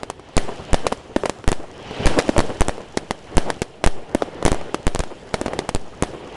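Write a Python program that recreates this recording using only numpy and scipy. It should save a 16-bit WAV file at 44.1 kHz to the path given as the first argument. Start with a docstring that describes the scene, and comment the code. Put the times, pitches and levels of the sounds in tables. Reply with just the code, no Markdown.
"""Batteries of fireworks at night, close to a small microphone, over a distant roar, a rush and a fizz.
Pops open the scene and return throughout; shells soon burst overhead, and lift charges thump from 1.2 s on.
Each of these is a sudden push of air with a swing back, then scattered rattle and a longer noisy tail.
A burst also bounces off the ground about 10 ms later, and a wall answers about 0.12 s later.
Bursts knock the microphone's resting level off centre, and the strongest shocks overload its input."""
import sys
import numpy as np
from scipy import signal
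from scipy.fft import rfft, irfft
from scipy.io import wavfile
from scipy.ndimage import uniform_filter1d

SR = 44100
rng = np.random.default_rng(int(sys.argv[2]) if len(sys.argv) > 2 else 0)


def unload_audio(sound):
    """Save the sound as a 16-bit wav file, at the path given as the first command line argument."""
    columns = np.transpose(np.atleast_2d(sound))
    # keep every value between -1 and 1, then stretch to whole-number steps
    steps = np.round(np.clip(columns, -1, 1) * 32767)
    wavfile.write(sys.argv[1], SR, steps.astype(np.int16))


N = 280464  # samples, about 6.4 s

# Fronts of shells bursting overhead; the faint row at 4.9946 s is a second front of the burst before it:
# start_s, crack_db, rebound_db, bias_jump (1 = full scale, before the input), bounce_delay_ms, bounce_db,
# bounce_bias_jump (same unit), scatter_db (before a shared boost), wall_echo_db
BURSTS = [(0.3678, 9.5, -3, 0.56, 10.3, -0.5, 0.27, -32.5, -15),
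          (0.732, 5.5, 2, 0.82, 11.3, 5, -0.02, -34.5, -17),
          (1.4781, -1, 8, 0.89, 9.8, -4.5, -0.044, -38.5, -25),
          (1.5178, 5.5, -3, 0.013, 10.1, -6.5, 0.054, -43.5, -29),
          (2.0584, -1, -27, 2, 9.06, -1.5, -0.6, -28.5, -7),
          (2.3804, 8.5, 3, 0.46, 10.6, 6, 0.37, -36, -14.5),
          (2.6085, 10, 6, 0.84, 9.6, 1, -0.093, -38.5, -42),
          (2.684, 7, -1.5, -0.032, 9.7, -5.5, 0.09, -41, -25),
          (3.37, 11, 1.5, 1.02, 10.5, 4.5, -0.055, -34.5, -16.5),
          (3.863, 9.5, 9, 1.21, 10.3, -1.7, 0, -39.5, -29.5),
          (4.452, 11, 2, 0.52, 10.25, 11, 0, -32.5, -31),
          (4.518, 2, -2.5, 0.47, 11.0, -5.5, 0.084, -45.5, -29),
          (4.8685, 2, 4.5, 0.68, 9.9, -3.5, -0.034, -40.5, -43),
          (4.9491, -1, -13, 0.17, 10.2, -8.5, 0.12, -47.5, -29),
          (4.9924, 1, -26, 0.12, 10.5, -8.5, 0.15, -45, -21.5),
          (4.9946, -22, -32, -0.29, 10.4, -30, 0.15, -51, -44),
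          (5.749, 1, -12.5, 0.32, 10.4, -10.5, 0.14, -46.5, -34),
          (6.0244, 9, 2.5, 0.05, 9.6, -4, 0.055, -38.5, -22)]
# Background before the input: time_s, distant_roar_db, comet_rush_db, burning_star_fizz_db
BACKGROUND = [(0.0, -37.5, -52.5, -57), (0.16, -47, -58.5, -67), (0.34, -41, -48.5, -60.5),
              (0.55, -34, -45.5, -53), (0.78, -34, -44, -58), (0.96, -40, -50, -58),
              (1.56, -42, -61.5, -59.5), (1.9, -35.5, -39.5, -58), (2.07, -23.5, -32.5, -48),
              (2.21, -29.5, -42, -43.5), (2.53, -30, -43.5, -50), (2.74, -39, -50.5, -59),
              (3.24, -40.5, -52.5, -57.5), (3.49, -31.5, -43.5, -55), (3.65, -43.5, -54.5, -62),
              (4.2, -37, -53, -61), (4.38, -34, -47.5, -60), (4.57, -32.5, -45.5, -56),
              (4.96, -44, -54.5, -60), (5.08, -42.5, -52, -57), (5.33, -38.5, -53, -56),
              (5.53, -32, -46.5, -59), (5.81, -41.5, -54.5, -57.5), (6.36, -35, -46.5, -58.5)]

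# Every front below is one row: start_s, push_db, push_ms, crack_db, rebound_db, swing_ms, ringing (0-1),
# scatter_db, treble_db (bright over dull scatter), tail_db. Scatter and tail get a shared boost later.


def burst_fronts():
    """A burst's front is a very short, sharp push, followed by a longer one bounced off the ground."""
    rows = []
    for start_s, crack_db, rebound_db, _, delay_ms, bounce_db, _, scatter_db, _ in BURSTS:
        rows.append((start_s, crack_db - 0.5, 0.13, crack_db, rebound_db, 1.69, 0.17,
                     scatter_db, -2.5, scatter_db - 0.5))
        # the bounce has little crack but a brighter scatter
        rows.append((start_s + delay_ms / 1000, bounce_db, 0.85, bounce_db - 22, bounce_db - 13.5, 0.5, 0.28,
                     scatter_db - 0.5, 7.5, scatter_db))
    return rows


def scatter_treble_db(crack_db):
    """For lift charges and pops, a sharper crack gives a brighter scatter."""
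    return 9 + 0.32 * crack_db


def lift_fronts():
    """A lift charge is a double thump: one push, then a weaker and longer one."""
    # start_s, push_db, crack_db, scatter_db, tail_db
    lifts = [(1.1626, 4, -14, -44.5, -36), (2.2916, 5, -28, -45, -46), (4.1487, 4.5, 7, -50.5, -37),
             (5.414, -6, -6, -51, -42), (5.461, -5, -16, -42.5, -49)]
    second_delay_ms, second_db = 3.3, -4.5
    rows = []
    for start_s, push_db, crack_db, scatter_db, tail_db in lifts:
        second_push_db, second_crack_db = push_db + second_db, push_db - 27
        rows.append((start_s, push_db, 0.93, crack_db, push_db - 9, 1.4, 0.35,
                     scatter_db, scatter_treble_db(crack_db), tail_db))
        rows.append((start_s + second_delay_ms / 1000, second_push_db, 1.09, second_crack_db,
                     second_push_db - 9, 2.3, 0.35, scatter_db + second_db,
                     scatter_treble_db(second_crack_db), tail_db + 2 * second_db))
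    return rows


def pop_fronts():
    """A single report or pop is one push, with its own rebound length and ringing."""
    # start_s, push_db, crack_db, rebound_db, rebound_length_ms, ringing (0-1), scatter_db
    pops = [(0.0332, -7.5, -16, -23, 1.3, 0.3, -45.5), (0.1007, -7, -9, -37, 1.8, 0.25, -43),
            (0.1955, -28, -34, -44, 0.51, 0.25, -53), (0.294, -33, -45, -38, 1.2, 0.25, -59),
            (0.8671, 5, -8, -6, 0.46, 0.75, -32.5), (0.9205, -10.5, -39, -16, 1.14, 0.91, -43),
            (0.9246, -0.5, -11, -5.5, 0.85, 0.62, -38), (1.2355, -4.5, -56, -13.5, 1.24, 0.93, -38),
            (1.256, -11, -32, -40, 0.4, 0.25, -32), (1.259, -4, -7.5, -9, 0.79, 0.25, -55),
            (1.2959, -5, -4.5, -8, 1.7, 0.2, -42), (1.441, -32, -41, -22, 1.2, 0.2, -49),
            (1.9097, -25, -57, -25.5, 1.11, 0.95, -44), (2.0717, -4, -42, -5, 1.6, 0, -44),
            (2.1879, 12, 0.6, -10, 2.5, 0, -27.5), (2.1926, -23, -29, -25, 1.4, 0.25, -60),
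            (2.2819, -17, -29, -29, 2.1, 0.25, -46), (2.3648, -1.5, -42, -8.5, 0.87, 0.94, -36.5),
            (2.3821, -20, -19, 2, 2.2, 0.25, -46), (2.404, -0.5, -10, -12, 1.5, 0.2, -35.5),
            (2.7803, -20, -37, -17.5, 1.13, 0.74, -53), (2.9724, -5, -5.5, -5.5, 1.3, 0.65, -35.5),
            (3.109, 0.5, -9, -17, 1.7, 0.4, -37.5), (3.5021, -1, -11, -4.5, 1.4, 0.46, -39),
            (3.6189, -3.5, -3, -25, 1.5, 0.63, -37.5), (3.8403, 5, -7.5, -5, 1.9, 0.05, -32),
            (4.2217, -5, -40, -9, 0.95, 0.6, -38), (4.2303, -17, -55, -15.5, 1.8, 0.8, -47),
            (4.4261, -14, -39, -30, 0.73, 0.98, -39.5), (4.4798, 1, -3, -3, 1.05, 0.1, -39),
            (4.5454, -14, -13, -10, 0.74, 0.75, -52), (4.6124, -14.5, -48, -26, 0.81, 0.25, -44),
            (4.7447, -1.5, -6.5, -8, 1.56, 0.65, -40), (5.0367, -14, -23, -34, 1.5, 0.2, -45),
            (5.3412, 2, -24, -0.5, 0.795, 0.81, -29.5), (5.4818, -8, -45, -19, 0.98, 0.5, -47),
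            (5.5341, -8, -41, -8, 0.97, 0.75, -38.5), (5.5904, -7, -6.5, -3.5, 1.3, 0.58, -38.5),
            (5.691, -3, -6, -15, 0.67, 0.73, -40.5)]
    rows = []
    for start_s, push_db, crack_db, rebound_db, swing_ms, ringing, scatter_db in pops:
        rows.append((start_s, push_db, 0.61, crack_db, rebound_db, swing_ms, ringing,
                     scatter_db, scatter_treble_db(crack_db), scatter_db - 7))
    return rows


def shock(push, push_ms, crack, rebound, swing_ms, ringing):
    """A sudden push (negative at this microphone) sags to zero, then the pressure swings the other way."""
    t_ms = np.arange(700) / SR * 1000
    swings = np.maximum(t_ms - push_ms, 0) / swing_ms  # half-swings since the push ended
    first_lobe = np.sin(np.pi * np.minimum(swings, 1) ** 0.7) * np.exp(-0.8 * swings)
    share = np.clip(ringing, 0, 1)  # more ringing: stronger later lobes that last longer
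    later_lobes = share * np.sin(np.pi * np.maximum(swings, 1)) * np.exp(-0.4 - (1 - share) * swings)
    sagging_push = -push * np.cos(np.pi / 2 * t_ms / push_ms)
    body = np.where(t_ms < push_ms, sagging_push, rebound * (first_lobe + later_lobes))
    # a steep front rings the microphone capsule at 7.7 kHz
    ring = np.sin(2 * np.pi * 7.7 * t_ms) * np.exp(-t_ms / 0.1)
    rise_ms = 0.16 + 0.05 * np.exp(-25 * crack / push)  # fronts without a crack arrive rounded
    return body * np.minimum(t_ms / rise_ms, 1) - crack * ring


def direct_fronts(rows):
    """The shocks of all bursts, bounces, lift charges and pops."""
    fronts = np.zeros(N)
    for start_s, push_db, push_ms, crack_db, rebound_db, swing_ms, ringing, *_ in rows:
        add(fronts, start_s, shock(gain_of(push_db), push_ms, gain_of(crack_db), gain_of(rebound_db),
                                   swing_ms, ringing))
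    return fronts


def wall_echoes():
    """Each facet of a wall returns a burst's front as a small late shock."""
    # Facets of the wall: delay_ms, level_db (over the front's wall_echo_db), push_length_ms
    facets = [(113.7, -6, 0.39), (119.5, -5.5, 1), (123.4, 2, 0.68), (131, -12, 0.22)]
    echoes = np.zeros(N)
    for start_s, *_, wall_db in BURSTS:
        for delay_ms, level_db, push_ms in facets:
            size = gain_of(wall_db + level_db)
            add(echoes, start_s + delay_ms / 1000, shock(size, push_ms, 0.14 * size, 0.28 * size, 1.3, 0.3))
    return echoes


def patter():
    """Small separate reflections: sparse pushes of uneven size in a haze, coloured by the surroundings."""
    # Colour of the scattered sound: pitch_hz, level_db (relative, per Hz)
    scatter_colour = [(88, -13), (150, -16), (256, 7.5), (645, 3), (1450, -8.5), (1960, -8), (2730, -14.5),
                      (3940, -14), (5920, -16.5), (8730, -23), (10300, -21), (12400, -51), (16100, -81),
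                      (22000, -120)]
    sizes = gain_of(4.65 * np.minimum(rng.exponential(1, N), 3))
    pushes = -sizes * (rng.random(N) < 900 / SR)  # about 900 per second
    colour = gain_of(read(scatter_colour, np.fft.rfftfreq(N, 1 / SR)))
    coloured = irfft(rfft(pushes) * colour, N)
    haze = evened(noise(scatter_colour, 3.4))
    return evened(evened(coloured) + gain_of(-1.5) * haze)


def rattle(rows):
    """Every front switches on the patter for a moment; its dull and bright parts are set apart."""
    dull_level, bright_level = np.zeros((2, N))
    t = np.arange(2500) / SR
    # a quick fade (60 dB in 9.9 ms) over a weaker, slower one (60 dB in 56 ms)
    fade = gain_of(-60 * t / 0.0099) + gain_of(-10 - 60 * t / 0.056)
    shape = np.minimum(t / 0.000087, 1) * fade
    for start_s, *_, scatter_db, treble_db, _ in rows:
        add(dull_level, start_s + 0.00038, gain_of(scatter_db) * shape)
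        add(bright_level, start_s + 0.0001, gain_of(scatter_db + treble_db) * shape)
    for start_s, *_, wall_db in BURSTS:  # the wall's diffuse echo swells and fades
        add(dull_level, start_s + 0.0942, gain_of(wall_db - 32) * np.hanning(2600))
    reflections = patter()
    dull = signal.oaconvolve(reflections, signal.firwin(129, 1500, fs=SR), "same")
    bright = reflections - dull
    return gain_of(23) * (dull_level * dull + bright_level * bright)


def long_tail(rows):
    """Every front sets off the same second of noise, which swells for 18 ms and then dies away."""
    # Colour of the tail: pitch_hz, level_db (relative, per Hz)
    tail_colour = [(120, -37), (200, 2.5), (508, -7), (604, -4.5), (769, -6.5), (853, -12), (1510, -16.5),
                   (2620, -18), (4800, -22.5), (9740, -26), (12400, -36), (16100, -85), (22000, -120)]
    # Time the tail takes to fall by 60 dB: pitch_hz, fall_time_s
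    fall_times = [(300, 0.71), (1000, 0.87), (3000, 0.66), (8000, 0.59)]
    kicks = np.zeros(N)
    for start_s, *_, tail_db in rows:
        add(kicks, start_s, gain_of([tail_db]))
    swell = np.minimum(np.arange(SR) / SR / 0.018, 1)
    tail = noise(tail_colour, 2.8, SR, fall_times) * swell
    return gain_of(33) * signal.fftconvolve(kicks, tail / np.linalg.norm(tail))[:N]


def bias():
    """The microphone's resting level steps just after a burst's front and again after its bounce."""
    jumps = np.zeros(N)
    for start_s, _, _, jump, delay_ms, _, bounce_jump, _, _ in BURSTS:
        # each step is spread over 14 samples
        add(jumps, start_s + 0.0003, np.full(14, jump / 14))
        add(jumps, start_s + (delay_ms + 0.5) / 1000, np.full(14, bounce_jump / 14))
    return np.cumsum(jumps)


def background_db(column):
    """Follows one column of the background levels smoothly through time."""
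    table = np.transpose(BACKGROUND)
    return np.interp(np.arange(N) / SR, table[0], table[column])


def distant_roar():
    """Echoes from afar blur into low noise whose level is lumpy."""
    # Colour of the roar: pitch_hz, level_db (relative, per Hz)
    roar_colour = [(18, -52), (30, -30), (91, -5.5), (270, -10.5), (419, -5), (526, -8.5), (774, -11.5),
                   (1140, -19), (1310, -21), (2000, -25), (2600, -43), (4400, -120)]
    slow_noise = uniform_filter1d(uniform_filter1d(rng.standard_normal(N), size=700), size=700)
    lumps_db = 1.8 * evened(slow_noise)
    return gain_of(background_db(1) + lumps_db) * evened(noise(roar_colour, 2.1))


def comet_rush():
    """Rising comets rush through the air as noise that is strongest near 3 kHz."""
    # Colour of the rush: pitch_hz, level_db (relative, per Hz)
    rush_colour = [(700, -20), (1300, -8), (2300, -4), (3050, 0), (3600, -8), (5200, -14), (8000, -27),
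                   (11000, -40)]
    return gain_of(background_db(2)) * evened(noise(rush_colour, 1.7))


def star_fizz():
    """Burning stars hiss and spit tiny crackles, each a very short 6 kHz ring."""
    # Colour of the hiss: pitch_hz, level_db (relative, per Hz)
    fizz_colour = [(710, -28), (1200, -17), (2330, -8), (2810, -7), (7660, -10.5), (8260, -15),
                   (10100, -14), (11500, -42), (15000, -74), (22000, -120)]
    sizes = gain_of(4.5 * np.minimum(rng.exponential(1, N), 3))
    sparks = sizes * (rng.random(N) < 60 / SR)  # about 60 per second
    t = np.arange(30) / SR
    snap = np.sin(2 * np.pi * 6000 * t) * np.exp(-t / 0.0001)
    crackles = evened(np.convolve(sparks, snap)[:N])
    hiss = evened(noise(fizz_colour, 2.5))
    return gain_of(background_db(3)) * (hiss + gain_of(-2.5) * crackles)


def noise(spectrum, patchy_db, length=N, fall_times=None):
    """Noise of a given colour, with patches drifting in time and pitch; its bands may die away."""
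    hop = 128
    frames, hz = length // hop + 5, np.fft.rfftfreq(512, 1 / SR)
    real, imaginary, patches = rng.standard_normal((frames, 257, 3)).T
    patches = uniform_filter1d(uniform_filter1d(patches, size=6, axis=0), size=8, axis=1)
    level_db = read(spectrum, hz)[:, None] + patchy_db * evened(patches)
    if fall_times:
        frame_s = np.arange(frames) * hop / SR
        level_db = level_db - 60 * frame_s / read(fall_times, hz)[:, None]
    short_spectra = (real + 1j * imaginary) * gain_of(level_db)
    return signal.istft(short_spectra, nperseg=512, noverlap=512 - hop)[1][:length]


def gain_of(db):
    """Turns decibels into a factor."""
    return 10 ** (np.asarray(db) / 20)


def evened(x):
    """Scales a signal to an average (rms) strength of 1."""
    return x / np.sqrt(np.mean(x ** 2) + 1e-20)


def read(points, hz):
    """Reads a curve between its points, on a logarithmic pitch axis."""
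    point_hz, value = np.transpose(points)
    return np.interp(np.log(hz + 1), np.log(point_hz + 1), value)


def add(mix, start_s, sound):
    """Mixes a sound in at a given time."""
    part = mix[round(start_s * SR):][:len(sound)]
    part += sound[:len(part)]


def scene():
    """All sources meet at one microphone."""
    rows = burst_fronts() + lift_fronts() + pop_fronts()
    shocks = direct_fronts(rows) + wall_echoes() + rattle(rows) + long_tail(rows)
    background = distant_roar() + comet_rush() + star_fizz()
    return (shocks + bias() + background)[None]


def low_cut(x, corner_hz):
    """A coupling capacitor lets a steady offset drain away."""
    return signal.lfilter([1, -1], [1, -np.exp(-2 * np.pi * corner_hz / SR)], x)


def record(dry):
    """Two capacitors let the bias settle, the input clips, then the treble is coloured and cut off."""
    # Treble response of the microphone: pitch_hz, level_db
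    microphone = [(9600, -0.5), (10400, 0), (10900, -10.5), (12000, -9.5), (12600, -32), (16000, -20)]
    x = low_cut(low_cut(dry, 3.2), 7.8)
    x = np.clip(x, -0.68, 0.66)
    x = low_cut(x, 0.18)  # a third capacitor makes the flat tops sag
    hz = np.linspace(0, SR / 2, 513)
    colour = signal.firwin2(301, hz, gain_of(read(microphone, hz)), fs=SR)
    band_limit = signal.firwin(1023, 16600, window=("kaiser", 9), fs=SR)  # cuts above 16.6 kHz
    return signal.oaconvolve(x, np.convolve(colour, band_limit)[None], "same")


dry = scene()
out = record(dry)
unload_audio(out)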